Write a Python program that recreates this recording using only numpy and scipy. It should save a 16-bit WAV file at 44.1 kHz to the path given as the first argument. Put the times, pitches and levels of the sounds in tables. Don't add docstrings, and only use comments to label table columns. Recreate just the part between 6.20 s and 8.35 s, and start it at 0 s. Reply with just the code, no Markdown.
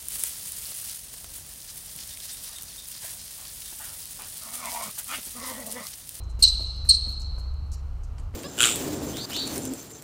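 import sys
import numpy as np
from scipy import signal
from scipy.fft import rfft, irfft
from scipy.io import wavfile
from scipy.ndimage import uniform_filter1d

SR = 44100
rng = np.random.default_rng(int(sys.argv[2]) if len(sys.argv) > 2 else 0)


def voltage_ratio(decibels):
    exponent = np.asarray(decibels, float) / 20
    return 10 ** exponent


def master(y):
    cut = np.clip(np.atleast_2d(y).T, -1, 1)
    pcm = np.round(cut * 32767)
    wavfile.write(sys.argv[1], SR, pcm.astype(np.int16))


N = 94815
LEAD_S = 0.8
M = N + int(LEAD_S * SR)
T = np.arange(M) / SR - LEAD_S
F = np.maximum(np.fft.rfftfreq(M, 1 / SR), 1)


def unit(x):
    return x / np.sqrt(np.mean(x ** 2))


def colour(x, gain_db):
    return irfft(rfft(x, M) * voltage_ratio(gain_db), M)


def shape(points):
    point_hz, point_db = np.array(points, float).T
    return np.interp(np.log(F), np.log(point_hz), point_db)


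def walk(rate_hz):
    return unit(colour(rng.standard_normal(M), -20 * np.log10(1 + (F / rate_hz) ** 4)))


def gate(start_s, length_s, rise_s, fall_s):
    rise = np.clip((T - start_s) / rise_s, 0, 1) ** 2
    return rise * np.exp(-np.maximum(T - start_s - length_s, 0) / fall_s)


def squeaks():
    # start_s, pitch_hz, level_db
    grips = [
        [(-.5, 4300, -25), (-.49, 4100, -17.5), (-.48, 3950, -24)],
        [(.222, 4400, -31.5), (.226, 4298, -9.5), (.232, 4163, -8.5), (.2355, 4100, -18), (.24, 3973, -7),
         (.244, 4017, -22.5)],
        [(.687, 4500, -27.5), (.692, 4356, -12.5), (.699, 4296, -8.5), (.704, 4020, -15.5), (.709, 4060, -19)],
    ]
    # hold_s, second_partial_db, third_partial_db, chatter_db
    bites = [
        (0.017, -20, -39.5, -30.5),
        (.013, -15, -28, -22),
        (0.015, -16.5, -37, -28.5),
    ]
    # frequency_hz, level_db
    chatter_spectrum = [(1800, -45), (2700, -13), (3500, -6), (4700, 6), (5900, -0.5), (6800, -7),
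                        (10000, -15), (14500, -20)]
    attack_s, release_s, chatter_hold_s = 0.005, 0.005, 0.015
    jitter_hz, lowest_hz = 75, 3980

    jitter = jitter_hz * walk(900)
    flutter = voltage_ratio(3 * walk(210))
    chatter = unit(colour(rng.standard_normal(M), shape(chatter_spectrum)))
    out = 0
    for grip, (hold_s, second_db, third_db, chatter_db) in zip(grips, bites):
        grip_s, pitch_hz, level_db = np.array(grip, float).T
        start_s = grip_s[0]
        pitch = np.maximum(np.interp(T, grip_s, pitch_hz), lowest_hz) + jitter
        phase = 2 * np.pi * np.cumsum(pitch) / SR

        tone = voltage_ratio(np.interp(T, grip_s, level_db)) * np.sin(phase)
        tone = tone * gate(start_s, grip_s[-1] - start_s, 0.0022, 0.0041)
        partials = voltage_ratio(second_db) * np.sin(2 * phase) + voltage_ratio(third_db) * np.sin(3 * phase)
        bite = gate(start_s, hold_s, attack_s, release_s) * partials

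        out = out + tone * flutter ** 0.44 + bite * flutter
        out = out + voltage_ratio(chatter_db) * gate(start_s, chatter_hold_s, attack_s, release_s) * chatter
    return out


def scuffs():
    # start_s, length_s, level_db, brightest_hz, spread_octaves
    strokes = [(.03, .012, -60, 6645, 0.27), (0.091, 0.025, -60.5, 7200, 0.37),
               (.189, 0.044, -45.5, 6100, 1.34), (0.395, .045, -58.5, 12500, 0.54),
               (.555, 0.012, -62.5, 9100, 0.43), (0.645, .045, -53.5, 8000, 1),
               (0.877, 0.049, -54.5, 9470, 0.88), (0.993, 0.0087, -50.5, 7500, 0.14),
               (0.997, 0.015, -59, 8000, 0.77), (1.013, 0.0073, -47, 6000, 0.32),
               (1.177, 0.028, -57, 7140, .6), (1.333, 0.0091, -65.5, 7880, 0.66),
               (1.458, .01, -75, 8500, 0.17), (1.514, 0.0314, -49.5, 6150, 0.45),
               (1.53, 0.019, -61, 12000, 0.54), (1.83, 0.018, -57.5, 6500, 0.36),
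               (1.978, 0.027, -59.5, 7930, 0.28), (2.13, 0.03, -66, 6650, 0.8)]
    edge_s, grains_per_s, grain_db = 0.005, 12000, 1.3

    chance, strength = rng.random((2, M))
    grains = (chance < grains_per_s / SR) * voltage_ratio(-grain_db * np.log(1 - strength))
    grit = rng.standard_normal(M) * (0.3 + grains)
    out = 0
    for start_s, length_s, level_db, brightest_hz, octaves in strokes:
        distance = np.log2(F / brightest_hz) / octaves
        band = unit(colour(grit, -10 * np.log10(1 + distance ** 4)))
        out = out + voltage_ratio(level_db) * gate(start_s, length_s, edge_s, edge_s) * band
    return out


def taps():
    # start_s, level_db, top_hz
    landings = [(0.192, -40.5, 250), (0.395, -37, 694), (0.407, -41, 804), (0.65, -45, 2130),
                (0.861, -47.5, 2253), (.872, -40.5, 467), (1.181, -45.5, 1500), (1.4, -39, 202),
                (1.982, -43, 5170), (2.14, -41.5, 2476), (.005, -41, 604), (1.991, -42.5, 199)]
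    t60_s, low_hz = 0.031, 115

    noise = rng.standard_normal(M)
    out = 0
    for start_s, level_db, top_hz in landings:
        treble_loss = 1 + (F / top_hz) ** 6
        bass_loss = 1 + (low_hz / F) ** 4
        band = unit(colour(noise, -10 * np.log10(treble_loss * bass_loss * F)))
        out = out + voltage_ratio(level_db) * gate(start_s, 0.00044, 0.00033, t60_s / np.log(1000)) * band
    return out


def hall(x):
    # delay_s, level_db, top_hz
    echoes = [(.014, 0, 6300), (.027, -10, 6500), (.038, -13, 7000), (.051, -7, 6500), (.066, -16, 6500)]
    # frequency_hz, t60_s, level_db
    tail = [(500, 4.8, -7.5), (2795, 1.476, 1), (4536, 1.115, -5.5), (6480, 1.15, -8), (8500, 0.6, -13),
            (12500, 0.44, -10)]
    smear_s, scatter, tail_rise_s = 0.001, 0.75, 0.05

    t = np.arange(M) / SR
    response = np.zeros(M)
    noise = rng.standard_normal(M)
    for delay_s, level_db, top_hz in echoes:
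        scattered = noise * (t >= delay_s) * np.exp(-np.abs(t - delay_s) / smear_s)
        scattered = scatter * scattered / np.sqrt(np.sum(scattered ** 2))
        mirrored = np.arange(M) == int(delay_s * SR)
        response = response + voltage_ratio(level_db) * colour(scattered + mirrored, -10 * np.log10(1 + (F / top_hz) ** 8))

    noise_spectrum = rfft(rng.standard_normal(M))
    centres = np.log([band[0] for band in tail])
    rise = np.clip(t / tail_rise_s, 0, 1) / np.sqrt(SR / 10)
    for k, (_, t60_s, level_db) in enumerate(tail):
        weight = np.interp(np.log(F), centres, np.arange(len(centres)) == k)
        response = response + voltage_ratio(level_db - 60 * t / t60_s) * irfft(noise_spectrum * weight, M) * rise
    return x + signal.fftconvolve(x, response)[:M]


def ventilation():
    # time_s, pitch_hz, level_db
    fan = [(0, 66, -39), (.15, 60.99, -30.5), (.3, 60.2, -31), (.5, 62.5, -36.5), (0.698, 63.3, -33),
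           (0.949, 64.57, -34.5), (1.298, 65.66, -31), (1.499, 66.63, -34), (1.68, 69.2, -33.5),
           (1.851, 67.1, -38.5), (2.0, 68.35, -36.5), (2.15, 66.6, -41)]
    # centre_hz, width_hz, level_db
    rumbles = [
        (35, 18, -36),
        (52, 4.7, -46),
        (88, 12, -42.5),
        (108.3, 60, -48),
    ]
    # frequency_hz, level_db
    air_spectrum = [(20, 23.5), (60, 17.5), (160, 15.5), (350, 6.5), (1300, 5), (1750, -8), (3000, -7.5),
                    (11000, -21.5), (15000, -17.5)]
    waver_hz, air_db, air_flicker_db = 4.056, -50.5, 0.5

    fan_s, fan_hz, fan_db = np.array(fan, float).T
    pitch = uniform_filter1d(np.interp(T, fan_s, fan_hz), size=1500)
    level = uniform_filter1d(np.interp(T, fan_s, fan_db), size=1500)
    phase = 2 * np.pi * np.cumsum(pitch + waver_hz * walk(5.4)) / SR
    out = np.sqrt(2) * voltage_ratio(level) * np.sin(phase)
    for centre_hz, width_hz, level_db in rumbles:
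        resonance = -20 * np.log10(1 + (2 * (F - centre_hz) / width_hz) ** 2)
        out = out + voltage_ratio(level_db) * unit(colour(rng.standard_normal(M), resonance))
    air = unit(colour(rng.standard_normal(M), shape(air_spectrum)))
    return out + voltage_ratio(air_db + air_flicker_db * walk(6)) * air


def scene():
    light = scuffs() + taps()
    wet = voltage_ratio(-7)
    feet = hall(squeaks() + wet * light) + (1 - wet) * light
    return (feet + ventilation())[None, -N:]


def band_limit(x):
    return signal.sosfilt(signal.butter(12, 15960, fs=SR, output="sos"), x)


def record(dry):
    # frequency_hz, gain_db
    response = [(3000, 0), (3350, -5), (3700, -5), (3920, 0), (10000, 0), (10800, -3), (12000, 0),
                (15800, -12)]
    padded = np.pad(dry[0], (0, M - N), "reflect")
    heard = colour(padded, shape(response))[None, :N]
    top_limit = signal.ellip(8, 0.2, 60, 15950, fs=SR, output="sos")
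    return band_limit(signal.sosfilt(top_limit, heard))


dry = scene()
out = record(dry)
master(out)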